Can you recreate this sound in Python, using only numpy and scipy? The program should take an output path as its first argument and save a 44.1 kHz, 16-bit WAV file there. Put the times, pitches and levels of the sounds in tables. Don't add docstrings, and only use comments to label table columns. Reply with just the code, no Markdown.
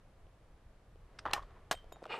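import sys
import numpy as np
from scipy import signal
from scipy.fft import rfft, irfft
from scipy.io import wavfile

SR = 44100
rng = np.random.default_rng(int(sys.argv[2]) if len(sys.argv) > 2 else 0)


def pcm_store(signal):
    levels = np.round(np.clip(np.atleast_2d(signal), -1, 1) * 32767)
    wavfile.write(sys.argv[1], SR, levels.astype(np.int16).T)


N = 96711


def amp(db):
    return 10 ** (np.asarray(db) / 20)


def unit(x):
    return x / np.sqrt(np.mean(x ** 2) + 1e-20)


def in_time(rows):
    times, *columns = np.transpose(rows)
    before = -150 if times[0] > 0.1 else None
    after = -150 if times[-1] < 2.1 else None
    t = np.arange(N) / SR
    return [np.interp(t, times, column, left=before, right=after) for column in columns]


def colour(x, spectrum):
    hz, db = np.transpose(spectrum)
    f = np.maximum(np.fft.rfftfreq(len(x), 1 / SR), 1)
    gain = amp(np.interp(np.log(f), np.log(hz), db))
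    low_cut = np.minimum(f / hz[0], 1) ** 2
    return unit(irfft(rfft(x) * gain * low_cut, len(x)))


def grains(rate, spread_db, size=N):
    size_db = spread_db * np.minimum(rng.exponential(1, size), 4)
    sign = rng.choice([-1, 1], size)
    return amp(size_db) * sign * (rng.random(size) < rate / SR)


def resonances(x, modes):
    out = 0
    for k, (hz, width, db) in enumerate(modes):
        r = np.exp(-np.pi * width / SR)
        zeros = [(1 - r * r) / 2, 0, (r * r - 1) / 2]
        poles = [1, -2 * r * np.cos(2 * np.pi * hz / SR), r * r]
        out = out + (-1) ** k * amp(db) * signal.lfilter(zeros, poles, x + 1e-18)
    return unit(out)


def add(out, s, sound):
    i = int(s * SR)
    out[i:i + len(sound)] += sound[:len(out) - i]


def ring(hz, db, t60):
    t = np.arange(int(t60 * SR)) / SR
    return amp(db - 60 * t / t60) * np.sin(2 * np.pi * hz * t)


# (time [s], level [dB], ring [Hz], decay by 60 dB [cycles], tick level [dB])
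KNOCKS = [(.268, -49.5, 520, 5, -74), (.958, -51, 450, 6.5, -76), (1.2546, -24, 1230, 10.5, -55),
          (1.2585, -30, 764, 24, -69), (1.2635, -15.5, 1130, 7, -54), (1.2631, -46.5, 335, 22.5, -72),
          (1.2685, -28.5, 1150, 11, -74), (1.2745, -36, 1160, 12, -67), (1.2805, -42, 1100, 12, -66),
          (1.2845, -33.5, 960, 17, -73), (1.3085, -34, 890, 11, -59), (1.3125, -34.5, 1060, 19, -49),
          (1.333, -46.5, 401, 21, -62), (1.3355, -35.5, 864, 11, -72), (1.3635, -30, 1180, 22, -66),
          (1.3725, -39, 1100, -3, -63), (1.379, -27, 1080, 8, -66), (1.381, -38, 1070, 39, -75),
          (1.393, -38.5, 1130, 31, -78), (1.402, -46, 1110, 15, -76), (1.423, -48.5, 1130, 33, -67),
          (1.4335, -43, 1040, 12.5, -76), (1.508, -57, 1320, 16, -68), (1.565, -57.5, 1026, 48, -85),
          (1.7117, -20, 1105, 6.5, -32), (1.7122, -30, 414, 12.5, -72), (1.7139, -25.5, 700, 9.5, -56),
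          (1.7113, -43.5, 173, 7.5, -75), (1.7335, -35, 634, 9, -62), (1.7415, -37, 716, 14.5, -66),
          (1.7512, -42, 1500, 5, -55.5), (1.843, -43.5, 620, 6, -67.5), (1.9218, -26, 860, 2, -66),
          (1.9245, -29.5, 647, 3.5, -56), (1.9345, -46, 660, -2, -77), (1.960, -28, 900, 1.5, -76),
          (1.9675, -42, 756, 8.5, -73), (1.99, -52, 1010, -2, -76), (2.0212, -39, 710, 7.5, -76),
          (2.0265, -32, 504, 4.5, -64.5), (2.0345, -56, 900, 5, -64), (2.0392, -33.5, 590, 2, -55.5),
          (2.0415, -34, 1210, 5, -56), (2.0548, -34, 1300, 12, -53), (2.0595, -36.5, 720, 11.5, -64),
          (2.0655, -38.5, 620, 10, -55)]
TICK_T60_S, TICK_LOW_HZ, TICK_HIGH_HZ, CONTACT_S = 0.0082, 1760, 4630, 0.00053


def knocks():
    out, t = np.zeros(N), np.arange(600) / SR
    band = signal.butter(1, [TICK_LOW_HZ, TICK_HIGH_HZ], "band", fs=SR, output="sos")
    noises = rng.standard_normal((len(KNOCKS), len(t)))
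    for (s, db, hz, cycles, tick_db), noise in zip(KNOCKS, noises):
        main = -ring(hz, db + 3, cycles / hz)
        partner = ring(0.59 * hz, db - 5, 0.48 * cycles / hz)
        for body in (main, partner):
            contact = 1 - np.exp(-np.arange(len(body)) / SR / CONTACT_S)
            add(out, s, body * contact)
        tick = noise * amp(tick_db + 14.5 - 60 * t / TICK_T60_S)
        add(out, s, signal.sosfilt(np.vstack([band, band]), tick))
    return out


# (time [s], level [dB], attack [s], t60 [s], tail level [dB], tail t60 [s])
CLACKS = [(1.1865, -43.5, 0.0054, 0.021, -23, 0.14), (1.3324, -24.5, 0.0023, 0.021, -16.5, 0.14),
          (1.7113, -25, 0.0014, 0.039, -13.5, .1), (1.726, -33.5, 0.0011, 0.018, -24.5, 0.12),
          (1.4256, -66, 0.0019, 0.032, -10, 0.35), (1.771, -66, 0.0024, 0.066, -3, 0.46)]
# (frequency [Hz], level per Hz [dB])
CLACK_COLOURS = [
    [(180, -51), (300, -25), (1320, 11), (4300, 2.5), (5080, 11), (7440, -10.5), (8220, -2.5), (14200, -43),
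     (16000, -58)],
    [(88, -40), (150, -13.5), (825, -9.5), (3120, -8.5), (3730, -19), (4110, -12.5), (4530, -22.5),
     (4900, -13), (13900, -30), (16200, -35)],
    [(88, -46.5), (150, -15), (615, -4.5), (928, -4.5), (1950, -2.5), (2280, -11), (8490, -19),
     (10700, -30), (13100, -27), (16200, -33)],
    [(180, -45), (300, -3), (1700, 1), (2630, -6), (3320, 1.5), (6470, -12), (7520, -12), (14900, -17),
     (16200, -38)],
    [(1180, -33), (2000, -1), (2170, -21), (3120, 3), (10000, -21), (13000, -54), (22000, -120)],
    [(710, -35), (1200, -6), (2850, -17), (3150, -0.5), (3420, -16), (14000, -36)],
]
# (frequency [Hz], level [dB], t60 [s])
SNAP_RING = [(815.3, -30, 0.088), (1825, -38.5, .15), (2340, -38, .06), (4170, -28, 0.018),
             (4950, -42, 0.064)]
CLACK_GRAIN_PER_S = 11000


def clacks():
    out, t = np.zeros(N), np.arange(8192) / SR
    for (s, db, attack, t60, tail_db, tail_t60), spectrum in zip(CLACKS, CLACK_COLOURS):
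        after = np.maximum(t - attack, 0)
        decay = amp(-60 * after / t60) + amp(tail_db - 60 * after / tail_t60)
        shape = np.minimum(t / attack, 1) * decay
        contacts = colour(grains(CLACK_GRAIN_PER_S, 2.47, size=len(t)), spectrum)
        add(out, s, amp(db) * shape * contacts)
    snap_s, _, snap_attack, *_ = CLACKS[1]
    for hz, db, t60 in SNAP_RING:
        add(out, snap_s + snap_attack, ring(hz, db, t60))
    return out


# (time [s], level [dB])
RATTLE = [(1.252, -62), (1.256, -39.5), (1.275, -47), (1.3, -49.5), (1.315, -52.5), (1.328, -48.5),
          (1.345, -55), (1.37, -43), (1.4, -56.5), (1.43, -60.5), (1.45, -72), (1.55, -69), (1.58, -67.5),
          (1.62, -75)]
# (frequency [Hz], width [Hz], level [dB])
RATTLE_MODES = [(400, 146, -7.5), (764, 96, -3), (1100, 126, 0.5), (1330, 263, -3), (1820, 350, -8.5),
                (3300, 1100, -22)]
RATTLE_PER_S = 1800


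def rattle():
    level_db, = in_time(RATTLE)
    return amp(level_db) * resonances(grains(RATTLE_PER_S, 2.9), RATTLE_MODES)


# (frequency [Hz], t60 [s])
BUCKLE_MODES = [(3133, 0.21), (3745, 0.19), (6982, 0.11), (8303, 0.072), (11610, 0.053), (13220, .025)]
# (time [s], then level of each mode in turn [dB])
TINKLES = [(1.727, -52.5, -55, -69, -62, -55, -70), (1.7506, -73, -66, -78, -59, -82, -85),
           (1.764, -63, -81, -88, -82, -87, -90), (1.773, -64, -76, -82, -78, -85, -88),
           (1.9239, -70, -61, -59, -69, -63, -62), (2.0256, -85, -80, -82, -75, -95, -99)]
BUCKLE_BEAT_HZ, BUCKLE_PARTNER_DB = 9.9, -21


def buckle():
    out = np.zeros(N)
    for s, *levels in TINKLES:
        for (hz, t60), db in zip(BUCKLE_MODES, levels):
            add(out, s, ring(hz, db, t60))
            add(out, s, ring(hz - BUCKLE_BEAT_HZ, db + BUCKLE_PARTNER_DB, t60))
    return out


# (time [s], lower modes level [dB], upper modes level [dB], treble level [dB])
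SLIDE = [(2.076, -69, -65, -91), (2.086, -76, -66.5, -99), (2.102, -39.5, -49, -86),
         (2.126, -46.5, -42, -71), (2.144, -40.5, -46.5, -74), (2.168, -48, -48.5, -70),
         (2.182, -48, -55, -76), (2.193, -44, -49, -69)]
# (frequency [Hz], width [Hz], level [dB])
SLIDE_LOWER_MODES = [(454, 104, 2), (876, 67, 3), (1260, 122, -1.5), (1630, 110, -12)]
# (frequency [Hz], width [Hz], level [dB])
SLIDE_UPPER_MODES = [(1920, 190, -6.5), (2446, 87, 2), (2870, 79, 0.5), (3550, 430, -14),
                     (4340, 340, -15.5), (5170, 490, -23.5)]
SLIDE_PER_S, SLIDE_TREBLE_HZ, SLIDE_TREBLE_WIDTH_HZ = 3500, 7960, 1600
SLIDE_AIR_HZ, SLIDE_AIR_DB = 12600, -12


def hiss_band(hz, width):
    band = [(hz, width, 0)]
    return resonances(resonances(rng.standard_normal(N), band), band)


def body_friction(modes):
    trim = signal.butter(2, [330, 5500], "band", fs=SR, output="sos")
    return unit(signal.sosfilt(trim, resonances(grains(SLIDE_PER_S, 2.0), modes)))


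def slide():
    low_db, upper_db, treble_db = in_time(SLIDE)
    air = amp(SLIDE_AIR_DB) * hiss_band(SLIDE_AIR_HZ, 5000)
    treble = hiss_band(SLIDE_TREBLE_HZ, SLIDE_TREBLE_WIDTH_HZ)
    low = body_friction(SLIDE_LOWER_MODES)
    upper = body_friction(SLIDE_UPPER_MODES)
    return amp(low_db) * low + amp(upper_db) * upper + amp(treble_db) * (treble + air)


# (time [s], level [dB])
WIND = [(0.0, -62.5), (0.66, -59), (1.18, -59), (1.29, -52.5), (1.66, -60), (1.85, -60), (2.19, -67)]
# (frequency [Hz], level per Hz [dB])
WIND_COLOUR = [(7.1, -41), (12, 1.5), (27, 3.5), (98, -7.5), (129, -15), (200, -22), (260, -60),
               (440, -120)]
GUST_DB = 2.5


def wind():
    points = rng.standard_normal(N // 3000 + 1 + (N % 3000 > 0))
    gust = unit(np.interp(np.arange(N), np.arange(0, N + 3000, 3000), points))
    level_db, = in_time(WIND)
    faint_top = [(2 * WIND_COLOUR[-1][0], -60)]
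    rumble = colour(rng.standard_normal(N), WIND_COLOUR + faint_top)
    return amp(level_db + GUST_DB * gust) * rumble


# (frequency [Hz], level per Hz [dB])
HUSH = [(59, -32), (100, -1.5), (241, -12.5), (546, -11), (1030, -17), (1140, -17.5), (1370, -20.5),
        (1600, -21.5), (5990, -38), (11800, -42), (15300, -71), (22000, -120)]
# (time [s], level [dB])
STIR = [(0.0, -73), (0.99, -74), (1.24, -66), (1.35, -67), (1.78, -71), (2.01, -68.5), (2.14, -59.5),
        (2.19, -57)]
HUSH_DB = -67


def trees():
    stir_db, = in_time(STIR)
    hush = steady(HUSH, HUSH_DB)
    mids = signal.sosfilt(signal.butter(1, [250, 4000], "band", fs=SR, output="sos"), hush)
    swell = amp(stir_db - stir_db[0]) - 1
    return hush + swell * mids


# (frequency [Hz], level per Hz [dB])
HISS = [(35, -47), (60, -17), (130, -6), (308, -3), (344, -2.5), (523, -3.5), (909, -2), (11800, -20.5),
        (15300, -47), (22000, -120)]
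HISS_DB, STEADY_TOP_HZ = -79.5, 12600


def hiss():
    return steady(HISS, HISS_DB)


def steady(spectrum, db):
    top = signal.cheby2(8, 14, STEADY_TOP_HZ, fs=SR, output="sos")
    return amp(db) * signal.sosfilt(top, colour(rng.standard_normal(N), spectrum))


def scene():
    mid = knocks() + clacks() + rattle() + buckle() + slide() + wind() + trees()
    side = hiss()
    return np.array([mid + side, mid - side])


CEILING, CUTOFF_HZ = 0.23, 16700


def record(dry):
    rounded = CEILING * np.tanh(dry / CEILING)
    return signal.sosfilt(signal.cheby2(12, 70, CUTOFF_HZ, fs=SR, output="sos"), rounded)


dry = scene()
out = record(dry)
pcm_store(out)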